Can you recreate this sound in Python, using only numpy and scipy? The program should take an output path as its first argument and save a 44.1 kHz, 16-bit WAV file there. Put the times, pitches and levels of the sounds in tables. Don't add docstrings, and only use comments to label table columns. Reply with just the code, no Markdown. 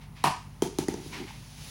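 import sys
import numpy as np
from scipy import signal
from scipy.fft import rfft, irfft
from scipy.io import wavfile
from scipy.ndimage import uniform_filter1d

SR = 44100
rng = np.random.default_rng(int(sys.argv[2]) if len(sys.argv) > 2 else 0)


def digitize_waveform(pressure):
    field = np.atleast_2d(pressure).T
    bounded = np.clip(field, -1, 1)
    quanta = np.round(bounded * 32767).astype(np.int16)
    wavfile.write(sys.argv[1], SR, quanta)


N = 74970
T = np.arange(N) / SR

# (time [s], ring level [dB], ring pitch [Hz], tick level [dB], click pitch [Hz], click level [dB])
GLOVE_HITS = [(0.2398, -9.5, 980, -22.5, 3950, -24)]
FLOOR_HITS = [(0.6215, -13.5, 366.6, -25, 3150, -28), (0.7861, -16.5, 340, -26, 3870, -32),
              (0.8838, -17, 342, -30.5, 1910, -30.5), (0.9402, -25, 368, -39.5, 6000, -38),
              (0.9745, -32, 350, -56, 1960, -48), (0.9975, -37.5, 320, -68, 1970, -47),
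              (1.0595, -35, 355, -74, 2000, -62), (1.1995, -34, 320, -60, 2020, -53),
              (1.2215, -41.5, 343, -64, 1990, -51)]
# (pitch [times the ring pitch], relative level [dB], rise [s])
GLOVE_TONES = [(1, -1, 0.00385), (.78, -10.5, 0.0054), (.58, -24, 0.00364), (.41, -17.5, 0.00437),
               (.26, -16.5, 0.00413), (.16, -21, 0.01965), (1.22, -15, 0.00451), (1.69, -22, 0.00309)]
FLOOR_TONES = [(1, 0.5, 0.0041), (0.5, -10.5, .0036), (0.452, -26, 0.019), (2.18, -11.5, 0.00275),
               (2.65, -17.5, 0.00305), (1.89, -14, 0.0034)]
# (delay [s], relative level [dB])
GLOVE_WALL_ECHOES = [(0.0158, -26), (0.0304, -9), (0.0406, -12.5)]
FLOOR_WALL_ECHOES = [(0.0278, -18.5), (0.0408, -18), (0.0518, -16.5)]
# (time [s], level [dB])
ROLL_LEVELS = [(.93, -56), (1.04, -55.5), (1.08, -47.5), (1.17, -46), (1.24, -43), (1.3, -65), (1.4, -62),
               (1.7, -86)]
RUSTLE_LEVELS = [(0, -71.5), (.55, -65), (.75, -58), (.95, -56.5), (1.06, -49), (1.25, -55.5), (1.46, -54),
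                 (1.56, -52.5), (1.63, -47), (1.7, -46)]
# (start [s], rise [s], fade [s], level [dB])
CLOTH_BRUSHES = [(0, 0.019, 0.051, -54.5), (0.143, 0.029, 0.16, -52), (1.108, 0.031, 0.1, -40.5),
                 (1.259, 0.03, 0.081, -50)]
WEIGHT_SHIFTS = [(.06, 0.029, .03, -45), (1.2, 0.15, 0.073, -45), (1.55, 0.062, 0.024, -46.5)]
# (time [s], pitch [Hz], rise [s], level [dB])
LIGHT_TAPS = [(1.304, 880, 0.0041, -39)]
# (frequency [Hz], time to fade by 60 dB [s])
ROOM_FADE_TIMES = [(150, 0.06), (350, 0.39), (550, 0.27), (1000, 0.33), (3500, 0.385), (7000, 0.44),
                   (14000, 0.2)]
# (pitch [Hz], level [dB])
HUM_TONES = [(49, -53.5), (98.3, -57), (147, -53), (197, -60), (245, -63.5)]
# (frequency [Hz], relative level [dB])
GLOVE_TICK_COLOUR = [(300, -2.5), (1000, 8.5), (1450, 7.5), (2200, 3.5), (2900, 4), (3600, -3.5),
                     (5000, 2.5), (7500, -4), (10300, 0), (13300, -13), (15500, -9)]
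FLOOR_TICK_COLOUR = [(300, 3), (1000, 7), (1550, -0.5), (2200, -4.5), (2900, -5), (4500, -2.5), (6300, 2.5),
                     (8300, -6), (10300, 1), (13000, -15), (15500, -6.5)]
ROLLING_COLOUR = [(80, -20), (170, 2), (260, 0), (400, 1.5), (510, -23), (900, -18), (1500, -32),
                  (5000, -53)]
BRUSHING_COLOUR = [(200, -12), (600, -8.5), (950, 4), (1400, -5.5), (2200, 3), (3200, -3), (5000, -6),
                   (8000, -18), (16000, -28)]
CLOTHES_COLOUR = [(150, -16), (450, -5), (900, -7), (1400, -8), (2400, -3), (4500, -2), (6500, -3.5),
                  (8200, -13.5), (10300, -3.5), (13000, -22), (15500, -11.5)]
BOARDS_COLOUR = [(40, -40), (90, -2.5), (150, 8.5), (220, -7.5), (320, -21), (1000, -62)]
ROOM_COLOUR = [(100, 0), (200, -2), (280, -5), (400, -7), (550, 1), (1000, -2), (2500, 9), (6000, 2),
               (10500, 1), (14000, 1)]
HISS_COLOUR = [(25, -25), (70, 3.5), (120, 3), (190, -3), (270, -10.5), (380, -17), (550, -22),
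               (870, -13.5), (1400, -22.5), (2400, -24.5), (3800, -32), (6000, -34), (8200, -40),
               (10000, -27.5), (13000, -43), (15500, -31)]


def glove_smack():
    direct, to_room = hits(GLOVE_HITS, GLOVE_TONES, GLOVE_TICK_COLOUR, tightness=6.2, tick_s=0.002)
    return in_room(direct, to_room, GLOVE_WALL_ECHOES, tail_db=2.5)


def floor_bounces():
    direct, to_room = hits(FLOOR_HITS, FLOOR_TONES, FLOOR_TICK_COLOUR, tightness=3.1, tick_s=0.0018)
    return in_room(direct, to_room, FLOOR_WALL_ECHOES, tail_db=-2.5)


def hits(rows, tones, tick_colour, tightness, tick_s):
    out = np.zeros((2, N))
    hardest_db = max(row[3] for row in rows)
    dull_above_hz, click_to_room = 4700, 0.26
    for start, ring_db, ring_hz, tick_db, click_hz, click_db in rows:
        ring = sum(undb(db) * ping(ring_hz * ratio, rise, tightness) for ratio, db, rise in tones)
        ring *= -undb(ring_db)
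        click = undb(click_db) * ping(click_hz, rise_s=0.000905, tightness=0.79)
        cut_per_octave = 0.26 * (hardest_db - tick_db)
        dulled = [(hz, db - cut_per_octave * max(np.log2(hz / dull_above_hz), 0))
                  for hz, db in tick_colour]
        direct_tick, room_tick = undb(tick_db) * tick(dulled, tick_s)
        out[0] += late(direct_tick + ring + click, start)
        out[1] += late(room_tick + ring + click_to_room * click, start)
    return out


def tick(colour, fade_s, slap_delay_s=0.0011):
    scuff = 0.23 * rng.standard_normal(N)
    scuff *= np.exp(0.78 * rng.standard_normal(N) - T / fade_s)
    scuff[0] -= 1
    scuff[int(slap_delay_s * SR)] += 1
    smooth = 1. * (T == 0)
    pair = np.array([tint(scuff, colour), tint(smooth, colour)])
    pair *= np.sqrt(fade_s * SR / np.sum(pair ** 2, axis=1, keepdims=True))
    pair[0] *= undb(0.5)
    return pair


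def ping(hz, rise_s, tightness):
    loudness = (T / rise_s * np.exp(1 - T / rise_s)) ** tightness
    return loudness * np.cos(2 * np.pi * hz * (T - rise_s))


def rolling_ball():
    level_db = np.interp(T, *np.array(ROLL_LEVELS).T, left=-np.inf)
    bumps_db = 4 * wander(per_second=46)
    return undb(level_db + bumps_db) * noise(ROLLING_COLOUR)


def player():
    brushes = sum(swell(*row) for row in CLOTH_BRUSHES) * noise(BRUSHING_COLOUR, crackle=0.17)
    rustle = undb(np.interp(T, *np.array(RUSTLE_LEVELS).T)) * noise(CLOTHES_COLOUR, crackle=0.17)
    boards = sum(swell(*row) for row in WEIGHT_SHIFTS) * noise(BOARDS_COLOUR)
    taps = sum(undb(db) * late(ping(hz, rise, tightness=3.6), start) for start, hz, rise, db in LIGHT_TAPS)
    flutter_db = 0.3 * wander(per_second=70)
    return (brushes + rustle) * undb(flutter_db) + boards + taps


def in_room(direct, to_room, echoes, tail_db):
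    first_echoes = sum(undb(db) * late(direct, delay) for delay, db in echoes)
    tail = signal.fftconvolve(to_room, room_tail())[:N]
    return direct + first_echoes + undb(tail_db) * tail


def room_tail():
    freqs = np.fft.rfftfreq(N, 1 / SR)
    spectrum = rfft(rng.standard_normal(N))
    edges = np.geomspace(60, 18000, 33)
    tail = np.zeros(N)
    for low, high in zip(edges[:-1], edges[1:]):
        hz = np.sqrt(low * high)
        build_s = 0.0012 + 1.8 / hz
        build = 1 - np.exp(-(T / build_s) ** 2)
        fade = np.exp(-np.log(1000) * T / look_up(ROOM_FADE_TIMES, hz))
        band = irfft(spectrum * (freqs >= low) * (freqs < high), N) * build * fade
        band *= np.sqrt(2 * (high - low) / SR / np.sum(band ** 2))
        tail += band * undb(look_up(ROOM_COLOUR, hz))
    return late(tail, seconds=0.003)


def background():
    hum = sum(undb(db) * np.sqrt(2) * np.sin(2 * np.pi * (hz * T + rng.random())) for hz, db in HUM_TONES)
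    return hum + undb(-50.5) * noise(HISS_COLOUR)


def swell(start, rise, fade, db):
    up = np.sin(np.pi / 2 * np.clip((T - start) / rise, 0, 1)) ** 2
    down = np.exp(-(np.maximum(T - start - rise, 0) / fade) ** 1.65)
    return undb(db) * up * down


def noise(colour, crackle=0):
    grains = rng.standard_normal(N) * np.exp(crackle * rng.standard_normal(N))
    gains = undb(look_up(colour, np.fft.rfftfreq(N, 1 / SR)))
    return unit(irfft(rfft(grains) * gains, N))


def tint(x, colour):
    log_gains = np.log(undb(look_up(colour, np.linspace(0, SR / 2, 4097))))
    folded = irfft(log_gains)
    folded[1:4096] *= 2
    folded[4097:] = 0
    response = irfft(np.exp(rfft(folded)))
    return signal.fftconvolve(x, response)[:len(x)]


def wander(per_second):
    width = int(SR / per_second)
    return unit(uniform_filter1d(uniform_filter1d(rng.standard_normal(N), width), width))


def look_up(table, hz):
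    freqs, values = np.array(table, float).T
    return np.interp(np.log(np.maximum(hz, 1)), np.log(freqs), values)


def late(x, seconds):
    return np.concatenate([np.zeros(int(max(seconds, 0) * SR)), x])[:N]


def undb(db):
    return 10 ** (np.asarray(db) / 20)


def unit(x):
    return x / np.sqrt(np.mean(x ** 2))


def scene():
    return (glove_smack() + floor_bounces() + rolling_ball() + player() + background())[None]


def record(dry):
    return signal.sosfilt(signal.ellip(8, .2, 70, 16000, fs=SR, output="sos"), dry)


dry = scene()
out = record(dry)
digitize_waveform(out)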